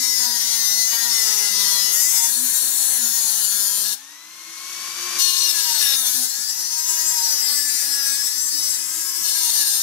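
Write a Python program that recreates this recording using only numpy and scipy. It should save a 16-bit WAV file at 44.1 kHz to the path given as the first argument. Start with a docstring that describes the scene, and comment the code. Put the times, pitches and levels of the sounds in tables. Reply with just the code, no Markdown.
"""An angle grinder works the edge of a small steel blade on a workshop bench, is lifted, runs up freely, and bites again.
While it grinds, the same grit passes on every turn: the rasp is a stack of harmonics that sinks under load and sweeps
through the ringing modes of the steel, and ridges worn into the rim whine. Throughout, motor and gears whine above the
hum of the wheel, noise of the cooling fan hisses and the bench rumbles. In the pause an automatic gain control creeps
up, so the free-running machine swells until the wheel lands."""
import sys
import numpy as np
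from scipy import signal
from scipy.fft import rfft, irfft, next_fast_len
from scipy.io import wavfile
from scipy.ndimage import uniform_filter1d

SR = 44100
rng = np.random.default_rng(int(sys.argv[2]) if len(sys.argv) > 2 else 0)


def master(y):
    """Save y as 16-bit WAV."""
    cut = np.clip(np.atleast_2d(y).T, -1, 1)
    pcm = np.round(cut * 32767)  # scale
    wavfile.write(sys.argv[1], SR, pcm.astype(np.int16))


N = 433062
T = np.arange(N) / SR


def undb(db):
    """Amplitude ratio of a level: 20 dB is a factor of ten."""
    return 10 ** (np.asarray(db) / 20)


def unit(x):
    """Normalisation to an rms of 1."""
    return x / np.sqrt(np.mean(x ** 2))


def curves(rows):
    """Linear interpolation: the columns of a table, after its times, at every sample."""
    times_s, *columns = np.transpose(rows)
    return [np.interp(T, times_s, column) for column in columns]


def colour(points, hz):
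    """Spectral envelope: gain at hz, interpolated in dB over log frequency."""
    point_hz, point_db = np.transpose(points)
    return undb(np.interp(np.log(hz + 1), np.log(point_hz), point_db))


def resonance(hz, centre_hz, width_hz, db):
    """Lorentzian resonance: power response of one mode."""
    return undb(db) ** 2 / (1 + (2 * (hz - centre_hz) / width_hz) ** 2)


def shape(x, gain, size=4096):
    """Minimum-phase filtering: the folded cepstrum makes gain(hz) causal; one row a channel."""
    cepstrum = irfft(np.log(gain(np.fft.rfftfreq(size, 1 / SR)) + 1e-9))
    cepstrum[1:size // 2] *= 2
    cepstrum[size // 2 + 1:] = 0
    impulse = irfft(np.exp(rfft(cepstrum)))
    return signal.oaconvolve(x, impulse[None], axes=1)[:, :x.shape[1]]


def walk(rate_hz):
    """Smoothed random steps: chance with rms 1 that changes rate_hz times a second."""
    hold = int(SR / rate_hz)
    steps = np.repeat(rng.standard_normal(N // hold + 2), hold)
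    return unit(uniform_filter1d(steps, hold)[:N])


# turn rate of the wheel while grinding, sagging when it is pressed on: time_s, turn_hz
FIRST_SPELL = [(0, 254.8), (.11, 255.6), (.25, 243.5), (.37, 234), (.5, 228.4), (.83, 222.8), (.92, 227.3),
               (1.0, 234), (1.07, 236.2), (1.35, 210.5), (1.46, 203.3), (1.57, 201.9), (1.77, 194.8),
               (1.88, 196.8), (1.96, 207.8), (2.11, 229.5), (2.29, 234.3), (2.41, 249.7), (2.5, 257.7),
               (2.7, 260.3), (2.85, 264), (2.92, 258.6), (3.05, 235.9), (3.19, 233.2), (3.33, 216),
               (3.66, 202.2), (3.84, 200.8)]
SECOND_SPELL = [(5.25, 359.2), (5.36, 358.6), (5.48, 351), (5.59, 334.3), (5.85, 283.3), (5.95, 266.7),
                (6.06, 254), (6.15, 251), (6.25, 254.3), (6.4, 282.8), (6.57, 302.9), (6.85, 321.6),
                (7.13, 316.6), (7.46, 291.5), (7.82, 286.7), (8.05, 275.5), (8.14, 275.8), (8.36, 291.5),
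                (8.55, 294.7), (8.92, 320.3), (9.22, 335.8), (9.39, 328), (9.69, 268), (9.82, 265.5)]
# free run-up between them, as the whine at twice the motor's shaft rate: time_s, pitch_hz
RUN_UP = [(4.01, 1747), (4.114, 1906), (4.362, 2135), (4.502, 2151), (4.902, 2295), (5.16, 2345)]
GEAR_RATIO = 3.25  # motor turns per wheel turn


def wheel_speed():
    """Gear reduction: the whine of the run-up, divided down, joins the turn rates of both spells."""
    run_up = [(s, whine_hz / (2 * GEAR_RATIO)) for s, whine_hz in RUN_UP]
    return curves(FIRST_SPELL + run_up + SECOND_SPELL)[0]


# left alone, the wheel closes in on its free turn rate; HAND_S smooths the effort
FREE_HZ, SPIN_UP_S, HAND_S = 364.4, 0.37, 0.098


def effort(speed):
    """Torque balance: load, 0-1, is the speed lost to pressure plus how fast the wheel is being braked."""
    braking = -np.gradient(speed) * SR
    lost_hz = FREE_HZ - speed + SPIN_UP_S * braking
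    return np.clip(uniform_filter1d(lost_hz, int(HAND_S * SR)) / FREE_HZ, 0, 1)


# strokes, each lasting until the next one or until the wheel is lifted: start_s, spot (A-E on the blade),
# dead_hz, rasp_db, sizzle_db, growl_db, hum_db, grain_db, howl_db, bounce (per turn, 0-1)
# rasp_db is the band 3.5-8 kHz at the usual load, sizzle_db (above) and growl_db (below) are relative to it;
# grain_db sets breaking grains against the repeating grit; howl_db is the peak at the usual load
STROKES = [(-.1, "A", 7640, -24.5, -1.5, -12.5, -54.5, 0, -61, 0.03),
           (0.92, "A", 7700, -25, .5, -7, -52, -1.5, -36, 0.2),
           (1.08, "A", 7500, -23, -2.5, -11.5, -51, 1, -54, 0.12),
           (1.92, "A", 4200, -23.5, 3, -12, -55, -1.5, -39.5, 0.25),
           (2.28, "B", 5050, -26.5, 6, -12.5, -55, 4.5, -63, 0.37),
           (2.979, "B", 8185, -26.5, 4, -13, -53.5, 2, -50, 0.37),
           (3.84, "E", 9045, -26, 2, -11, -54, 10, -55, 0.44),
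           (5.193, "C", 9650, -21, -2, -10, -49, 1.5, -48, 0.25),
           (5.52, "E", 9035, -23, -1, -10, -50, 2.5, -33.5, 0.2),
           (5.8, "C", 9200, -23, 1, -7.5, -53, 1.5, -43, 0.3),
           (5.96, "B", 7320, -25, 3, -13, -52, 0.5, -44, 0.14),
           (6.271, "D", 8100, -27, -1, -15, -61, 0.5, -62, 0.15),
           (6.86, "D", 8360, -25, 0.5, -13.5, -57.5, -0.5, -31, 0.18),
           (7.42, "D", 6860, -26, 1, -11, -57, 0.5, -54, 0.18),
           (8.25, "D", 6890, -27, 1, -15.5, -57, -1, -58, 0.22),
           (8.78, "D", 4140, -29, 2.5, -13, -54, 3, -58, 0.31),
           (9.24, "E", 8300, -24.5, 1.5, -13.5, -55, 3.5, -49, 0.2)]
LIFT_S = 3.945  # the wheel leaves the blade


def touching(landing_s=.025):
    """Contact of wheel and blade, 0-1: each stroke, one row, fades linearly into the next or into air."""
    starts = [row[0] for row in STROKES]
    next_starts = starts[1:] + [np.inf]
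    ends = [LIFT_S if start < LIFT_S < end else end for start, end in zip(starts, next_starts)]
    spans = [np.minimum(T - start, end - T) for start, end in zip(starts, ends)]
    return np.array([np.clip(span / landing_s + .5, 0, 1) for span in spans])


def per_stroke(touches):
    """Weighted mean by contact: the levels and bounce of the stroke in progress, at every sample."""
    settings = np.transpose([row[3:] for row in STROKES])
    return settings @ touches / (touches.sum(0) + 1e-9)


# rumble of the shaken bench: pitch_hz, level_db (per Hz, before normalisation)
BENCH_COLOUR = [(25, -23), (60, -9.5), (120, -1), (190, 2.5), (260, 3.5), (450, -23)]
RUMBLE_DB, RUMBLE_CONTACT_DB = -77, 17  # level in free air, rise in contact


def bench(contact):
    """Structure-borne sound: contact shakes the bench, which gives an uneven low rumble of filtered noise."""
    rumble = shape(rng.standard_normal((2, N)), lambda hz: colour(BENCH_COLOUR, hz))
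    return unit(rumble) * undb(RUMBLE_DB + RUMBLE_CONTACT_DB * contact + 3.1 * walk(29))


# spectrum of the fan's air as heard, with little left above 15 kHz: pitch_hz, level_db (per Hz, before #
# normalisation)
FAN_COLOUR = [(30, -59), (120, -24.5), (200, -18), (380, -22), (520, -20.5), (850, -16), (1300, -8),
              (2300, -8.5), (3100, -7), (4900, -7.5), (5900, 0), (7600, -8), (9200, -10.5), (10200, -7.5),
              (11000, -14), (11800, -7.5), (13000, -16), (14300, -17), (15500, -38)]
# the housing rings in the air stream: pitch_hz, width_hz, level_db (over the plain air)
HOUSING_RING = (1078, 11, 13)
# swung away and back, the vents turn from the microphone and then face it: time_s, treble_db
VENT_AIM = [(3.9, 3), (4.22, -2.5), (4.45, 0), (4.7, 2), (4.95, 0.5)]
FAN_DB, FAN_DB_PER_OCTAVE = -37.5, 5.5  # level at free speed, rise with speed


def fan(turns, speed):
    """Turbulence noise: air rushes through the housing's slots, throbs once a turn and grows with speed."""
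    throb, gust_db = .25, .5
    air = shape(rng.standard_normal((2, N)),
                lambda hz: colour(FAN_COLOUR, hz) * np.sqrt(1 + resonance(hz, *HOUSING_RING)))
    treble_filter = signal.butter(2, 3000, "highpass", fs=SR, output="sos")
    treble = signal.sosfiltfilt(treble_filter, air)
    air = air + treble * (undb(curves(VENT_AIM)[0]) - 1)
    air = air * (1 + throb * np.sin(2 * np.pi * turns))
    speed_db = FAN_DB_PER_OCTAVE * np.log2(speed / FREE_HZ)
    return unit(air) * undb(FAN_DB + speed_db + gust_db * walk(22))


# the wheel's hum swells briefly: time_s, rise_db
HUM_SWELLS = [(.03, 13), (.3, 13.5), (1.05, 3), (2.42, 12), (3.05, 9), (6.22, 10)]
HUM_DB, SWELL_S = -63, 0.066  # level in free air, Gaussian time scale of a swell


def wheel_hum(turns, contact, stroke_hum_db, waver_db=2, flutter_db=3.0):
    """Rotating imbalance: a sine once a turn, passed on to the bench by contact."""
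    unsteady_db = flutter_db * walk(30) + waver_db * contact * walk(8)
    hum = unit(np.sin(2 * np.pi * turns) * undb(unsteady_db))
    hum_db = HUM_DB * (1 - contact) + stroke_hum_db * contact
    swell_db = sum(db * np.exp(-((T - s) / SWELL_S) ** 2) for s, db in HUM_SWELLS)
    return hum * undb(hum_db + swell_db)


# tones of the motor, the high ones from the gear mesh: multiple (of its shaft rate), level_db (relative)
WHINE_TONES = [(1, -6), (2, 1), (3, -16), (4, -4), (9, -18), (11, -17), (12, -13)]
# the gear case lifts the mesh tones that pass through its rings: pitch_hz, width_hz, level_db
GEARBOX_RINGS = [(4600, 1000, 8), (12000, 1200, 11)]
# level at free speed without load, rise with speed, rise per unit of load
WHINE_DB, WHINE_DB_PER_OCTAVE, WHINE_DB_PER_LOAD = -48, 4, 4


def gear_whine(turns, speed, load):
    """Shaft-order tones: motor and gear-mesh harmonics glide through the rings of the gear case."""
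    rough_db, third_db = 1.2, -13
    angle = 2 * np.pi * turns
    whine = undb(third_db) * np.sin(3 * angle)  # third harmonic of the wheel's turn rate
    for multiple, db in WHINE_TONES:
        order = multiple * GEAR_RATIO
        ring = np.sqrt(1 + sum(resonance(order * speed, *mode) for mode in GEARBOX_RINGS))
        whine = whine + undb(db + rough_db * walk(60)) * ring * np.sin(order * angle)
    speed_db = WHINE_DB_PER_OCTAVE * np.log2(speed / FREE_HZ)
    return unit(whine) * undb(WHINE_DB + speed_db + WHINE_DB_PER_LOAD * load)


# steady whirl pitch, its level, and its rise when the wheel is shaken by contact
WHIRL_HZ, WHIRL_DB, WHIRL_CONTACT_DB = 1074, -55.5, 10


def whirl(speed, contact, waver_db=2):
    """Critical-speed whirl: the motor shaft's bending tone sets in at that rate and keeps its pitch above it."""
    onset_hz, span_hz, wander_hz = 20, 90, 4
    over_hz = GEAR_RATIO * speed - WHIRL_HZ
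    shaken_db = WHIRL_CONTACT_DB * contact * np.clip(over_hz / span_hz, 0, 1)
    tone = unit(np.sin(2 * np.pi * np.cumsum(WHIRL_HZ + wander_hz * walk(25)) / SR))
    return tone * undb(WHIRL_DB + shaken_db + waver_db * walk(18)) * np.clip(1 + over_hz / onset_hz, 0, 1)


# the blade's lowest mode: pitch_hz, width_hz
HOWL_MODE = (929, 14.3)


def howl(turns, speed, db):
    """Forced resonance: the third and fourth harmonics of the bite drive the blade's lowest mode."""
    return sum(np.sin(2 * np.pi * k * turns) * np.sqrt(resonance(k * speed, *HOWL_MODE, db))
               for k in range(3, 5))


USUAL_LOAD = 0.32


def tones(turns, speed, load, touches):
    """Superposition: whine, hum, whirl and howl add up, with a phase-shifted version as their reflection."""
    contact = touches.sum(0)
    *_, stroke_hum_db, _, howl_db, _ = per_stroke(touches)
    sound = gear_whine(turns, speed, load) + wheel_hum(turns, contact, stroke_hum_db)
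    sound = sound + whirl(speed, contact)
    sound = sound + howl(turns, speed, howl_db) * contact * load / USUAL_LOAD
    reflected = signal.hilbert(sound, next_fast_len(N))[:N].imag
    return np.array([sound, reflected])


# ridges worn into the rim by chatter, until ground off: start_s, end_s, ridges (round the rim),
# level_db (before CHATTER_DB is added)
RIDGES = [(0, .35, 21, -33), (0, .3, 22, -34), (0, .42, 27, -32), (.35, .9, 25, -36), (.42, .9, 27, -29),
          (.42, .9, 24, -33), (.45, .85, 19, -33), (.45, .9, 29, -36), (.92, 1.2, 28, -34),
          (.95, 1.4, 30, -35), (1.1, 1.32, 23, -32), (1.1, 1.35, 24, -32), (1.15, 1.9, 26, -33),
          (1.35, 1.95, 29, -34), (1.75, 2.1, 31, -35), (1.95, 2.3, 27, -30), (2, 2.3, 30, -35),
          (2.35, 2.95, 24, -36), (2.48, 2.9, 38, -34), (2.48, 2.9, 37, -36), (2.65, 2.92, 30, -35),
          (3, 3.25, 27, -34), (3, 3.28, 29, -35), (3.15, 3.42, 30, -35), (3.42, 3.82, 34, -35),
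          (3.55, 3.82, 35, -37), (5.19, 5.52, 17, -30), (5.2, 5.48, 8, -34), (5.2, 5.4, 15, -29),
          (5.2, 5.45, 10, -37), (5.21, 5.5, 12, -31), (5.21, 5.35, 20, -33), (5.21, 5.42, 25, -32),
          (5.55, 5.85, 13, -34), (5.58, 5.8, 15, -35), (5.81, 5.89, 10, -32), (5.9, 6.1, 14, -31),
          (5.97, 6.26, 39, -35), (6.42, 7.9, 17, -32), (6.42, 6.85, 19, -37), (6.45, 7.42, 20, -35),
          (6.85, 7.42, 19, -33), (6.85, 7.25, 24, -33), (7.2, 7.85, 25, -35), (7.2, 7.85, 26, -35),
          (7.45, 8.7, 21, -37), (7.5, 8.3, 27, -35), (7.5, 8, 29, -37), (7.5, 7.95, 32, -37),
          (7.9, 8.3, 19, -31), (8.3, 8.75, 17, -33), (8.3, 8.7, 26, -35), (8.45, 8.8, 20, -35),
          (9.03, 9.35, 16, -34), (9.25, 9.7, 20, -36)]
CHATTER_DB, RIDGE_UNEVENNESS = 2.5, 0.54  # gain of all ridges; error of their spacing (radians)


def chatter(turns, fade_s=.05, waver_db=1.5, slip=.3):
    """Regenerative chatter: each ridge set sings a wavering multiple of the turn rate, with weak neighbours."""
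    out = np.zeros((2, N))
    for start, end, ridges, db in RIDGES:
        on = (T > start - fade_s / 2) & (T < end + fade_s / 2)
        depth = np.clip(np.minimum(T[on] - start, end - T[on]) / fade_s + .5, 0, 1)
        around = 2 * np.pi * (turns[on] + rng.random())
        uneven = RIDGE_UNEVENNESS * np.sin(around + 2 * np.pi * rng.random())
        angle = ridges * around + uneven + slip * walk(70)[on]
        level = undb(CHATTER_DB + db + waver_db * walk(30)[on])
        out[:, on] += depth * level * np.array([np.cos(angle), np.sin(angle)])
    return out


def rim(turns, size=512, order=82):
    """Periodic excitation: the force of a rough profile that repeats each turn and slowly wears into a new one."""
    memory_turns, run_in = 27, 120  # the run-in turns settle the wear and are dropped
    harmonics = rng.standard_normal((int(turns[-1]) + run_in + 2, order, 2)) @ np.array([1, 1j])
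    wear = np.exp(-1 / memory_turns)
    harmonics = signal.lfilter([1], [1, -wear], harmonics, axis=0)[run_in:]
    # long waves round the rim are shallower than short ones; the first belongs to the hum
    harmonics = harmonics * undb(np.interp(np.arange(order), [2, 4, 8, 11, 16], [-5, -2, -1, -6, 0]))
    harmonics[:, :2] = 0
    track = irfft(harmonics, size, axis=1).ravel()
    # read at twice the sample rate against aliasing
    position = np.interp(np.arange(2 * N) / 2, np.arange(N), turns) * size
    force = np.interp(position, np.arange(len(track)), track)
    return unit(signal.resample_poly(force, 1, 2))


# modes of the blade on its bench: pitch_hz, width_hz, then level_db (over the plain rasp) rubbed at spot A, B, C, D, E
BLADE_MODES = [(949, 18.5, 17, 13, 11, 8, 16), (1711, 70, -18, 9.5, 12.5, 13.5, 13.5),
               (1897, 32, 13, 6.5, -21, -18, -11), (2014, 48, 16, -15, -2, 6, -10),
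               (2844, 81, 2.5, -16, 14, -19, 12), (3680, 130, -5, -14, 15.5, -18, 10),
               (4290, 61, 0.5, 2, 16, 4.5, 8), (4960, 110, 2, -17, -5, 5, -8),
               (5274, 250, -1.5, -18, 11.5, 5.5, 6.5), (6060, 290, 0.5, 3, 5.5, 2, 2),
               (6840, 150, -2, 4, -2, -22, -15), (7140, 25, 5, 9, -0.5, -13, -35),
               (7635, 39, -23, -11, -8, 11, -4), (8030, 59, -5, -3, -12, 0.5, -20),
               (8900, 135, 3.5, 3, 15, 1.5, 17.5), (9950, 200, 1, 4, 9, 2, 4),
               (11400, 89, -18, -15, -13.5, -16, -3), (12250, 200, 8, 4.5, 12.5, 7, 13)]
# the plate under the blade rattles with a rough, steady ring: pitch_hz, width_hz, level_db at spot A, B, C, D, E
PLATE_RING = (4290, 75, -1, 9, 11, -2, 10)
# spectrum of the plain rasp: pitch_hz, level_db (per Hz, before normalisation)
RASP_COLOUR = [(60, -33.5), (150, -30.5), (400, -17.5), (570, -19.5), (900, -19), (1600, -16), (2500, -17),
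               (3300, -10), (4300, -6), (5700, -1.5), (7800, -1.5), (10500, -4), (13500, -8), (15600, -11)]
# breaking grains hiss mostly in the treble: pitch_hz, level_db (against the repeating grit)
GRAIN_COLOUR = [(1500, -1), (2600, -1.5), (4300, 0)]
# a stroke's dead frequency, which the blade hardly answers: width_hz, level_db (of the share taken away)
DEAD_BAND = (900, -.5)


def blade(grit, grains, spot, dead_hz, grain_ring_db=-6):
    """Modal response: at one spot the grit sings through the modes, breaking grains hiss and rattle the plate."""
    hiss_db = -6

    def body(hz):
        return colour(RASP_COLOUR, hz) * np.sqrt(1 - resonance(hz, dead_hz, *DEAD_BAND))

    def modes(hz):
        return sum(resonance(hz, mode_hz, width_hz, db[spot]) for mode_hz, width_hz, *db in BLADE_MODES)

    def rough(hz):
        plate = resonance(hz, *PLATE_RING[:2], PLATE_RING[2 + spot])
        return undb(hiss_db) ** 2 + undb(grain_ring_db) ** 2 * modes(hz) + plate

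    singing = shape(grit, lambda hz: body(hz) * np.sqrt(1 + modes(hz)))
    breaking = shape(grains, lambda hz: body(hz) * colour(GRAIN_COLOUR, hz) * np.sqrt(rough(hz)))
    return unit(singing + breaking)


SPOTS = "ABCDE"  # order of the blade's level columns
# pressing harder than usual raises the rasp and, on top of that, its sizzle and growl (dB per unit of load)
RASP_DB_PER_LOAD, SIZZLE_DB_PER_LOAD, GROWL_DB_PER_LOAD = 2, 2.5, 4.5


def grinding(turns, load, touches, tremor_db=0.75):
    """Source and filter: the rim rubs the blade, two versions; stroke and load set level, growl and sizzle."""
    level_db, sizzle_db, growl_db, _, grain_db, _, bounce = per_stroke(touches)
    # the wheel runs slightly out of true and bites harder once a turn
    bite = np.exp(bounce * np.cos(2 * np.pi * turns))
    grit = np.array([rim(turns), rim(turns)]) * bite
    grains = rng.standard_normal((2, N)) * bite * undb(grain_db)
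    steel = np.zeros((2, N))
    for (_, spot, dead_hz, *_), touch in zip(STROKES, touches):
        on = touch > 0
        steel[:, on] += touch[on] * blade(grit[:, on], grains[:, on], SPOTS.index(spot), dead_hz)
    contact = touches.sum(0)
    press = load - USUAL_LOAD
    level_db = level_db + RASP_DB_PER_LOAD * press
    sizzle_db = sizzle_db + SIZZLE_DB_PER_LOAD * press
    growl_db = growl_db + GROWL_DB_PER_LOAD * press
    bands = [("lowpass", 3500, growl_db), ("bandpass", (3500, 8000), 0), ("highpass", 8000, sizzle_db)]
    # each band is levelled over a tenth of a second, then set to its own level
    rasp, size = 0, SR // 10
    mean_contact = uniform_filter1d(contact, size) + 1e-6
    for kind, hz, db in bands:
        band_filter = signal.butter(4, hz, kind, fs=SR, output="sos")
        band = signal.sosfiltfilt(band_filter, steel + 1e-18)
        power = (uniform_filter1d(band ** 2, size) + 1e-6) / mean_contact
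        rasp = rasp + band / np.sqrt(power) * undb(level_db + db)
    return (rasp * (contact > 0) + chatter(turns) * bite) * undb(tremor_db * walk(35))


def workshop(pair, wet_db=-9, size=16384):
    """Reverberation: a short decaying wash from bench and walls blurs gliding lines and outlasts the lift."""
    t60_s = .24
    tail = rng.standard_normal((2, size)) * np.exp(-np.log(1000) * T[:size] / t60_s)
    tail = tail / np.sqrt(np.sum(tail ** 2, axis=1, keepdims=True))
    wet = undb(wet_db)
    wash = signal.oaconvolve(pair, tail, axes=1)[:, :N]
    return (pair + wet * wash) / np.sqrt(1 + wet ** 2)


def ports(pair, pan, likeness, lag_s):
    """Interchannel coherence: left hears the first version, right a blend of both, later by lag_s and weaker."""
    size = next_fast_len(N, True)
    bins_hz = np.fft.rfftfreq(size, 1 / SR)
    first, second = rfft(pair, size)
    point_hz, share = np.transpose(likeness)
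    alike = np.clip(np.interp(np.log(bins_hz + 1), np.log(point_hz), share), 0, 1)
    blend = alike * first + np.sqrt(1 - alike ** 2) * second
    right = blend * np.exp(-2j * np.pi * bins_hz * lag_s)
    left_gain = colour(pan, bins_hz)
    # the two gains average 1
    return irfft(np.array([first * left_gain, right]) * 2 / (1 + left_gain), size)[:, :N]


# balance: pitch_hz, left_minus_right_db
RASP_PAN = [(200, 9.5), (1200, 5.5), (2400, 11.5), (4400, 14), (8000, 9), (15000, 13.5)]
MACHINE_PAN = [(200, 5.8), (400, 3.3), (800, 2.9), (2400, 0.58), (4400, 9.8), (15000, 5.9)]
# likeness of the two channels: pitch_hz, likeness (0-1)
RASP_LIKENESS = [(100, 0.2), (600, 0.78), (2000, 0.2), (5000, 0.21), (14000, 0.05)]
MACHINE_LIKENESS = [(50, 0.35), (150, 0.49), (640, 0.84), (1400, 0.67), (3100, 0.085), (15000, 0.022)]
# the place of contact drifts towards the middle: time_s, left_minus_right_db (added to the rasp's balance)
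PAN_DRIFT = [(1, 1), (3.9, -0.2), (5.6, 0), (6.3, -1), (9.2, -1.4), (9.7, -4)]


def scene():
    """Common cause: one shaft speed, with a slight flutter, and the load that it reveals drive everything."""
    flutter = .001 * walk(90)
    speed = wheel_speed()
    turns = np.cumsum(speed * (1 + flutter)) / SR
    load, touches = effort(speed), touching()
    machine = bench(touches.sum(0)) + fan(turns, speed) + tones(turns, speed, load, touches)
    rubbing = workshop(grinding(turns, load, touches)) * undb(0.6)
    rasp = ports(rubbing, RASP_PAN, RASP_LIKENESS, lag_s=.00007)
    rasp = rasp * undb(np.outer([.2, -.8], curves(PAN_DRIFT)[0]))
    return rasp + ports(machine, MACHINE_PAN, MACHINE_LIKENESS, lag_s=0)


CEILING_DB, HOLD_DB = -15, 5.5  # ceiling, and the range below it in which the gain holds
ATTACK_S, WAIT_S, RELEASE_DB_PER_S = 0.0046, 0.46, 16.5  # time to duck, wait, recovery


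def gain_control(x, size=256):
    """Feedback compression: gain ducks quickly at the ceiling, holds just below, and after a wait creeps up."""
    power = uniform_filter1d(np.mean(x ** 2, axis=0), 6 * size)[::size]
    level_db = 10 * np.log10(power + 1e-12)
    step_s, gain_db, quiet_s, gains_db = size / SR, 0, 0, []
    for over_db in level_db - CEILING_DB:
        excess_db = over_db + gain_db
        quiet_s = quiet_s + step_s if excess_db < -HOLD_DB else 0
        if excess_db > 0:
            gain_db -= excess_db * min(step_s / ATTACK_S, 1)
        elif quiet_s > WAIT_S:
            gain_db += step_s * RELEASE_DB_PER_S
        gains_db.append(gain_db)
    return x * undb(np.interp(T, T[::size], gains_db))


TOP_HZ = 15700


def record(dry):
    """Band limiting: after the gain control, a steep elliptic low-pass removes the top."""
    low_pass = signal.ellip(12, .2, 80, TOP_HZ, fs=SR, output="sos")
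    return signal.sosfilt(low_pass, gain_control(dry))


dry = scene()
out = record(dry)
master(out)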